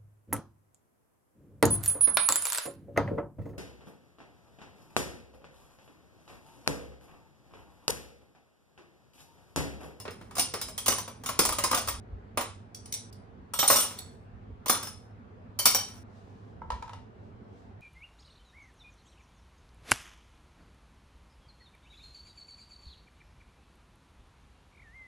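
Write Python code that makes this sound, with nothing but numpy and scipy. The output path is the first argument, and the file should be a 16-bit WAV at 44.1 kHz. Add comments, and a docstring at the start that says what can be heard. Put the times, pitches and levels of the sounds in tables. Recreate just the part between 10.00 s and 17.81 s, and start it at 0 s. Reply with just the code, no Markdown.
"""Steel clinks over tray thuds and loose rattle come first: cutlery sorted into a plastic drawer tray.
Each blow is shaped noise through resonances, and sparse echoes give it a small hard kitchen.
Filtered noise makes the steady air, motor hum and rumble beneath, the counter thumps and later rustle.
Near the end a knife knocks into a wooden block, built of dying sines under a dull noise tick.
Three times the ringing and its echo stop short. A stereo pair of microphones stands close by."""
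import sys
import numpy as np
from scipy import signal
from scipy.fft import rfft, irfft
from scipy.io import wavfile
from scipy.ndimage import uniform_filter1d

SR = 44100
rng = np.random.default_rng(int(sys.argv[2]) if len(sys.argv) > 2 else 0)


def wav_record(signal):
    """Record a signal, one row per channel, as 16-bit PCM in the file named by sys.argv[1]."""
    frames = np.transpose(np.atleast_2d(signal))
    bounded = np.clip(frames, -1, 1)
    # unit amplitude maps onto the largest positive 16-bit level
    quanta = np.round(bounded * 32767).astype(np.int16)
    wavfile.write(sys.argv[1], SR, quanta)


N = 344421  # samples

# Blows of steel on steel: start_s, steel_level_db, thud_level_db, thud_pitch_hz
BLOWS = [(0.0, -33, -49, 992), (0.0527, -49, -35.5, 560), (0.078, -62, -33.5, 450), (0.107, -40, -51, 470),
         (0.212, -52, -44.5, 298), (0.3095, -46, -43.5, 1190), (0.353, -30, -44.5, 1150),
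         (0.3667, -25, -33.5, 670), (0.382, -17.5, -31, 720), (0.3947, -10.5, -30.5, 290),
         (0.5382, -23, -29.5, 432), (0.614, -20, -38.5, 1320), (0.685, -32, -43, 636),
         (0.7785, -19, -38, 980), (0.8602, -16, -32, 1140), (0.881, -8.5, -22, 370),
         (0.9195, -16.5, -29, 1110), (0.9832, -20.5, -34, 1010), (1.078, -34.5, -37.5, 1010),
         (1.2365, -34, -40, 1080), (1.2602, -20, -35.5, 1250), (1.2888, -22.5, -26, 1180),
         (1.3909, -6.5, -18.5, 315), (1.4515, -13, -27.5, 1010), (1.4895, -20.5, -27.5, 1040),
         (1.5241, -20, -30, 1180), (1.5847, -19, -29, 1060), (1.6383, -12.5, -24, 1050),
         (1.7123, -18.5, -27, 1140), (1.7299, -27, -23, 1230), (1.746, -14, -27.5, 1090),
         (1.7745, -16.5, -27, 590), (1.875, -22, -31.5, 1150), (1.885, -18, -28, 1120),
         (2.3735, -20, -22, 787), (2.409, -24.5, -28, 1110), (2.7463, -37, -65, 248),
         (2.857, -43, -55, 250), (2.9238, -26, -58, 322), (2.9389, -26, -55, 276),
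         (3.1264, -49.5, -67, 242), (3.5363, -25.5, -34.5, 1290), (3.5894, -14, -27, 1190),
         (3.6283, -24.5, -22, 800), (3.677, -12.5, -43, 1210), (3.7006, -12, -17, 596.5),
         (3.7193, -16.5, -35.5, 980), (3.7594, -14.5, -30.5, 1240), (3.7996, -20.5, -38.5, 1310),
         (3.987, -37, -57, 283), (4.6593, -25.5, -33.5, 1000), (4.682, -18.5, -36, 1100),
         (4.696, -10, -20, 1200), (4.7477, -28, -29, 1320), (4.8277, -26, -37.5, 245),
         (4.8707, -30.5, -39.5, 1310), (5.5892, -18, -35, 1120), (5.6554, -6, -23.5, 1270),
         (5.6684, -22.5, -37, 845), (5.7466, -12.5, -25, 810)]
# Piece in hand from each moment on: start_s, ring_t60_s, ring_level_db (within the blow),
# modes as a list of pitch_hz, width_hz, level_db
PIECES = [(0, 0.12, -10.5, [(5154, 60, 7), (9530, 130, -4), (14400, 120, -9)]),
          (.75, 0.094, -10.5, [(5970, 130, -1), (9390, 100, 0), (10540, 48, -22), (14160, 100, 1.5)]),
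          (1.2, 0.1, -11, [(5220, 77, -5.5), (6500, 62, -10), (9100, 73, -9), (9440, 41, 0.5),
          (14660, 250, -9)]), (2.7, 0.037, 3.5, [(4000, 730, -15.5), (4780, 580, -11.5), (5750, 250, -1),
          (6150, 140, -6.5), (8050, 110, -3.5), (9410, 120, -6), (13700, 200, -16)]),
          (3.4, 0.21, -5, [(2840, 79, -16), (3670, 70, -10.5), (5050, 70, -15.5), (5710, 55, -0.5),
          (8250, 76, 2.5), (9180, 47, 1), (12920, 52, -7), (13850, 50, 2), (14460, 50, -4)]),
          (3.95, 0.046, 7.5, [(4000, 600, -23.5), (5850, 93, -4), (7850, 100, 4)]),
          (4.5, 0.14, -9.5, [(3500, 90, -14), (5263, 75, -5), (6020, 260, -6.5), (9750, 170, 0),
          (14420, 91, -2), (14980, 85, -2)]), (5.4, 0.15, -6.5, [(2280, 186, -8), (3089, 69, -4),
          (4560, 180, -4), (5460, 55, -3.5), (5724, 108, 5.3), (8360, 96, -14), (9030, 55, -1),
          (10310, 115, 0), (13720, 41, 5), (13800, 50, 0), (15250, 67, -2)])]
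# Relative spectrum of the steel click: frequency_hz, level_db (per Hz)
CLICK_SPECTRUM = [(1200, -37.5), (2200, -7.5), (3200, -12.5), (5800, -4), (7400, -5.5), (9600, -3.5),
                  (12300, -9.5), (14700, -8), (15500, -9.5), (16000, -30.5)]
# Resonances of the plastic tray: pitch_hz, width_hz, level_db
TRAY_MODES = [(259.4, 85, -4.5), (540, 290, -5.5), (1090, 650, -0.5), (2010, 4000, -11.5)]
# Loose pieces shifting in the tray: full_level_s, hold_s, level_db
RATTLES = [(0.0, 1.75, -73.5), (1.82, 0.068, -50.5), (3.732, 0.045, -33), (4.8, 0.055, -58.5),
           (5.77, 0.17, -57)]
# Knife against the block: start_s, tock_level_db, tick_level_db
KNOCKS = [(6.618, -32, -65.5), (6.703, -23, -36), (6.719, -30, -42), (6.824, -30, -42), (6.878, -38.5, -52),
          (6.894, -36.5, -49), (6.933, -35, -43)]
# Modes of the wooden block: pitch_hz, level_db, t60_s
BLOCK_MODES = [(502, -10, 0.058), (908, -3, 0.11), (967, 3.5, 0.047), (1050, -1.5, 0.029),
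               (1294, -4, 0.038), (1613, -11.5, 0.04), (2040, -7, 0.012)]
# Moments at which blows, swells and echoes break off: stop_s
STOPS = [2.0, 3.103, 6.032]
# Reverberation of the kitchen: frequency_hz, t60_s
KITCHEN_DECAY = [(200, 0.36), (1000, 0.3), (4000, 0.38), (9000, 0.31), (15000, 0.088)]
# Relative spectrum of the room air: frequency_hz, level_db (per Hz)
AIR_SPECTRUM = [(12, -46.5), (20, -50), (98, -1), (127, -14), (234, -5.5), (319, -19), (347, -14.5),
                (446, -12.5), (527, -19.5), (738, -19), (1260, -25.5), (1530, -27.5), (11000, -64),
                (16000, -70.5)]
# Left-right likeness of the air: frequency_hz, correlation (-1 to 1)
AIR_LIKENESS = [(60, 0.83), (240, 0.86), (950, -0.35), (3770, 0.2), (15000, -0.68)]
# Left-right balance of the air: frequency_hz, left_over_right_db
AIR_BALANCE = [(60, -14.5), (240, 0), (950, 0), (3770, 1), (15000, 4.5)]
# Thumps through the counter: peak_s, level_db
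THUMPS = [(0.69, -52), (0.82, -59), (1.37, -52.5), (1.519, -40.5), (1.671, -53), (1.87, -49), (1.97, -45.5),
          (2.15, -40), (2.41, -55), (3.411, -53.5), (4.36, -47.5), (4.52, -44.5), (6.73, -37.5)]
# Sleeve and drawer rustle: full_level_s, hold_s, level_db
RUSTLES = [(6.17, .02, -72), (6.3, 0.19, -78.5), (6.8, .1, -74.5), (7.25, .02, -79.5), (7.58, .02, -73)]
# Phase between the microphone ports: frequency_hz, left_lead_rad
PORT_LEAD = [(0, 0), (2670, 1.5), (4570, 1.2), (8000, 2.4), (9820, .1), (10600, -.5), (11300, -3.1),
             (13200, -3.2), (13900, -6.1), (14800, -6.6), (15600, -8.6)]
# Likeness of the microphone ports: frequency_hz, correlation (0 to 1)
PORT_LIKENESS = [(200, 0.78), (1000, 0.65), (3000, 0.68), (6000, 0.21), (9000, 0.63), (13000, 0.97)]

UNEVEN_DB = 4  # spread of mode levels, as each blow lands elsewhere
NEIGHBOURS_DB = -17.5  # pieces lying beside the struck one, before a random 0 to 10 dB
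RATTLE_RISE_DB_PER_S, RATTLE_FALL_DB_PER_S = 251.5, 114
AIR_DB = -51
HUM_HZ, HUM_WIDTH_HZ, HUM_DB = 102.6, 14, -54.5
RUMBLE_DB = -66.5  # steady lows between the thumps
THUMP_RISE_DB_PER_S, THUMP_FALL_DB_PER_S = 203, 201
RUSTLE_RISE_DB_PER_S, RUSTLE_FALL_DB_PER_S = 122, 92
EDGE_HZ = 16500  # upper band limit


def gain_of(db):
    """Level law: amplitude gain is ten to the power of decibels over twenty."""
    return 10 ** (np.asarray(db) / 20)


def evened(x):
    """Power normalization: scales to rms 1 over all channels."""
    return x / np.sqrt(np.mean(x ** 2) + 1e-20)


def read(points, hz):
    """Interpolation of a spectrum table along a logarithmic frequency axis."""
    f, value = np.transpose(points)
    return np.interp(np.log(hz + 1), np.log(f + 1), value)


def coloured(x, db_at):
    """Linear filtering: each frequency is weighted by its own gain in dB."""
    hz = np.fft.rfftfreq(x.shape[-1], 1 / SR)
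    return irfft(rfft(x) * gain_of(db_at(hz)), x.shape[-1])


def add(mix, start_s, sound):
    """Superposition: adds a sound into the mix from its start onward."""
    part = mix[:, round(start_s * SR):][:, :sound.shape[-1]]
    part += sound[:, :part.shape[-1]]


def pair(length, likeness):
    """Partial correlation: two noises share a common part set by their likeness."""
    a, b = rng.standard_normal((2, length))
    return np.array([a, likeness * a + np.sqrt(1 - likeness ** 2) * b])


def burst(t, rise_s, t60_s):
    """Transient envelope: an exponential approach followed by exponential decay."""
    return (1 - np.exp(-t / rise_s)) * gain_of(-60 * t / t60_s)


def next_stop(s):
    """Truncation: the moment at which a sound timed at s breaks off."""
    return min(stop for stop in STOPS + [N / SR] if stop > s)


def swells(rows, rise_db_per_s, fall_db_per_s):
    """Exponential growth and decay: gains rise to their level, hold it and die away."""
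    t = np.arange(N) / SR
    total = 0
    for full_s, hold_s, level_db in rows:
        rise_db = rise_db_per_s * np.maximum(full_s - t, 0)
        fall_db = fall_db_per_s * np.maximum(t - full_s - hold_s, 0)
        total = total + gain_of(level_db - rise_db - fall_db) * (t < next_stop(full_s))
    return total


def body(modes, length):
    """Modal resonance: two unrelated noises excite the modes of an object, rms 1."""
    hz = np.fft.rfftfreq(length, 1 / SR)
    power = sum(gain_of(2 * db) / (1 + (2 * (hz - f) / width) ** 2) ** 2 for f, width, db in modes)
    noise = rng.standard_normal((2, length))
    return evened(irfft(rfft(noise) * np.sqrt(power), length))


def chatter(t, per_s, spread_db):
    """Repeated impact: small random rebounds, each decaying in a few ms, on a steady floor."""
    hit, size = rng.random((len(t), 2)).T
    contacts = (hit < per_s / SR) * gain_of(spread_db * -np.log(size + 1e-3))
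    rebounds = signal.lfilter([1], [1, -np.exp(-1 / (0.0048 * SR))], contacts)
    return evened(1.9 + rebounds)


def struck_modes(modes):
    """Modal excitation: the struck piece wakes unevenly, with 18 random neighbouring modes."""
    uneven = rng.standard_normal(len(modes))
    struck = [(f, width, db + UNEVEN_DB * u) for (f, width, db), u in zip(modes, uneven)]
    beside = [(2800 * 5.4 ** u, 70 + 160 * v, 10 * w + NEIGHBOURS_DB) for u, v, w in rng.random((18, 3))]
    return struck + beside


def clinks():
    """Impact: each blow sums a crack, a chattering click, the steel's modal ring and a tray thud."""
    out, t = np.zeros((2, N)), np.arange(12000) / SR
    for start_s, steel_db, thud_db, thud_hz in BLOWS:
        t60_s, ring_db, modes = [piece[1:] for piece in PIECES if piece[0] <= start_s][-1]
        shake = chatter(t, per_s=220., spread_db=1.5)
        noise = evened(coloured(pair(len(t), 0), lambda f: read(CLICK_SPECTRUM, f)))
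        click = noise * gain_of(-10) * burst(t, .0012, .08) * shake
        crack = noise * gain_of(-8) * burst(t, .0003, .015)
        steel = body(struck_modes(modes), len(t)) * gain_of(ring_db) * burst(t, 0.0019, t60_s)
        thud_envelope = burst(t, 0.00085, 0.045) + 0.79 * burst(t, .003, 0.076) * shake
        thud = body(TRAY_MODES + [(thud_hz, 160., 5.)], len(t)) * thud_envelope
        blow = gain_of(steel_db) * (crack + click + steel) + gain_of(thud_db) * thud
        add(out, start_s, blow * (start_s + t < next_stop(start_s)))
    return out


def rattle():
    """Random impact train: many tiny contacts, a few larger, shake the steel and the tray."""
    contact = rng.random(N) < 250 / SR  # 250 per second on average
    size = gain_of(1.3 * np.minimum(rng.exponential(1, N), 4)) * contact
    shake = signal.lfilter([1], [1, -np.exp(-1 / (0.0057 * SR))], size) + 0.42
    steel = evened(coloured(pair(N, 0), lambda f: read(CLICK_SPECTRUM, f)) * shake)
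    tray = evened(body(TRAY_MODES, N) * shake)
    return gain_of(-3.5) * (steel + tray) * swells(RATTLES, RATTLE_RISE_DB_PER_S, RATTLE_FALL_DB_PER_S)


def kitchen(x, wet_db):
    """Reverberation: sparse echoes decay at each band's own rate; three patterns take turns."""
    out = np.zeros((2, N))
    edges = [0] + [round(s * SR) for s in STOPS] + [N]
    turn = np.arange(N) / SR * 2.5
    for k in range(3):
        # one echo of random sign in every 20 samples
        taps = np.zeros((2, SR))
        at = np.arange(200, SR - 20, 20) + rng.integers(0, 20, (2, (SR - 201) // 20))
        np.put_along_axis(taps, at, rng.choice([-1., 1.], at.shape), 1)
        hz, t, z = signal.stft(taps, SR, nperseg=256)
        decay = gain_of(-60 * t / read(KITCHEN_DECAY, hz)[:, None])
        tail = signal.istft(z * decay, SR, nperseg=256)[1]
        tail = tail / np.linalg.norm(tail[0])
        fed = x * np.cos(np.pi * (turn + k / 3)) * np.sqrt(2 / 3)
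        # no echo crosses a stop
        for a, b in zip(edges, edges[1:]):
            out[:, a:b] += signal.fftconvolve(fed[:, a:b], tail, axes=1)[:, :b - a]
    return gain_of(wet_db) * out


def ports(x):
    """Interchannel coherence: the right port hears the left phase-shifted, plus an unrelated share."""
    hz, (a, b) = np.fft.rfftfreq(N, 1 / SR), rfft(x)
    f, lead = np.transpose(PORT_LEAD)
    likeness = np.clip(read(PORT_LIKENESS, hz), 0, 1)
    shifted = np.exp(-1j * np.interp(hz, f, lead)) * a
    return irfft([a, likeness * shifted + np.sqrt(1 - likeness ** 2) * b], N)


def air():
    """Stationary noise: room air with drifting spectral patches and frequency-dependent coherence."""
    frames, hz = N // 512 + 5, np.fft.rfftfreq(2048, 1 / SR)
    a, b, c, d, patches = rng.standard_normal((frames, 1025, 5)).T
    patches = uniform_filter1d(uniform_filter1d(patches, size=16, axis=0), size=8, axis=1)
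    patches = evened(patches)
    likeness = np.clip(read(AIR_LIKENESS, hz), -1, 1)[:, None]
    half_balance = gain_of(read(AIR_BALANCE, hz)[:, None] / 2)
    left = a + 1j * b
    right = likeness * left + np.sqrt(1 - likeness ** 2) * (c + 1j * d)
    z = np.array([left * half_balance, right / half_balance])
    z *= gain_of(read(AIR_SPECTRUM, hz)[:, None] + 1.5 * patches)
    noise = signal.istft(z, nperseg=2048, noverlap=1536)[1][:, :N]
    return gain_of(AIR_DB) * evened(noise)


def hum():
    """Narrow-band noise: one resonance gives a fuzzy motor hum, identical in both channels."""
    def resonance_db(f):
        """Resonance curve: the level falls by 6 dB at half the width from the centre."""
        return -20 * np.log10(1 + (2 * (f - HUM_HZ) / HUM_WIDTH_HZ) ** 2)
    return gain_of(HUM_DB) * evened(coloured(pair(N, 1.0), resonance_db))


def rumble():
    """Structure-borne sound: lumpy lows and thumps through the counter, nearly alike left and right."""
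    lows = evened(coloured(pair(N, .97), lambda f: -22 * np.log2((f + 1) / 58) ** 2))
    peaks = [(peak_s, 0, db) for peak_s, db in THUMPS]
    thumps = swells(peaks, THUMP_RISE_DB_PER_S, THUMP_FALL_DB_PER_S)
    return lows * (gain_of(RUMBLE_DB) + thumps)


def rustle():
    """Friction noise: the faint soft hiss of cloth and sliding, as broad-band noise."""
    hiss = evened(coloured(pair(N, 0.22), lambda f: -6.5 * np.log2((f + 1) / 3500) ** 2))
    return hiss * swells(RUSTLES, RUSTLE_RISE_DB_PER_S, RUSTLE_FALL_DB_PER_S)


def ring(modes, t, spread_db):
    """Free vibration: damped sines, unevenly excited, with unrelated phases left and right."""
    hz, db, t60_s = np.transpose(modes)[:, :, None]
    chance = rng.standard_normal((3, len(modes), 1))
    decay = gain_of(db + spread_db * chance[0] - 60 * t / t60_s)
    out = (decay * np.sin(2 * np.pi * hz * t + chance[1:])).sum(1)
    # scaled by the rms of the first 200 samples
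    return out / np.sqrt(2 * np.mean(out[:, :200] ** 2))


def knocks():
    """Damped modal response: the hollow block rings briefly under a dull noise tick."""
    out, t = np.zeros((2, N)), np.arange(SR // 2) / SR
    for start_s, tock_db, tick_db in KNOCKS:
        tick = evened(coloured(pair(len(t), 0), lambda f: -4.5 * np.log2((f + 1) / 2500) ** 2))
        tick = tick * burst(t, 0.00048, 0.03)
        tock = ring(BLOCK_MODES, t, spread_db=2.) * np.minimum(t / .0015, 1)
        add(out, start_s, gain_of(tock_db) * tock + gain_of(tick_db) * tick)
    return out


def scene():
    """Superposition: blows and their echo are added to the air, hum, rumble and rustle."""
    blows = clinks() + rattle() + knocks()
    return ports(blows + kitchen(blows, wet_db=-4.5)) + air() + hum() + rumble() + rustle()


def record(dry):
    """Band limiting: a linear-phase low-pass filter removes the highest frequencies."""
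    low_pass = signal.firwin(511, EDGE_HZ, window=("kaiser", 9), fs=SR)
    return signal.oaconvolve(dry, low_pass[None], "same")


dry = scene()
out = record(dry)
wav_record(out)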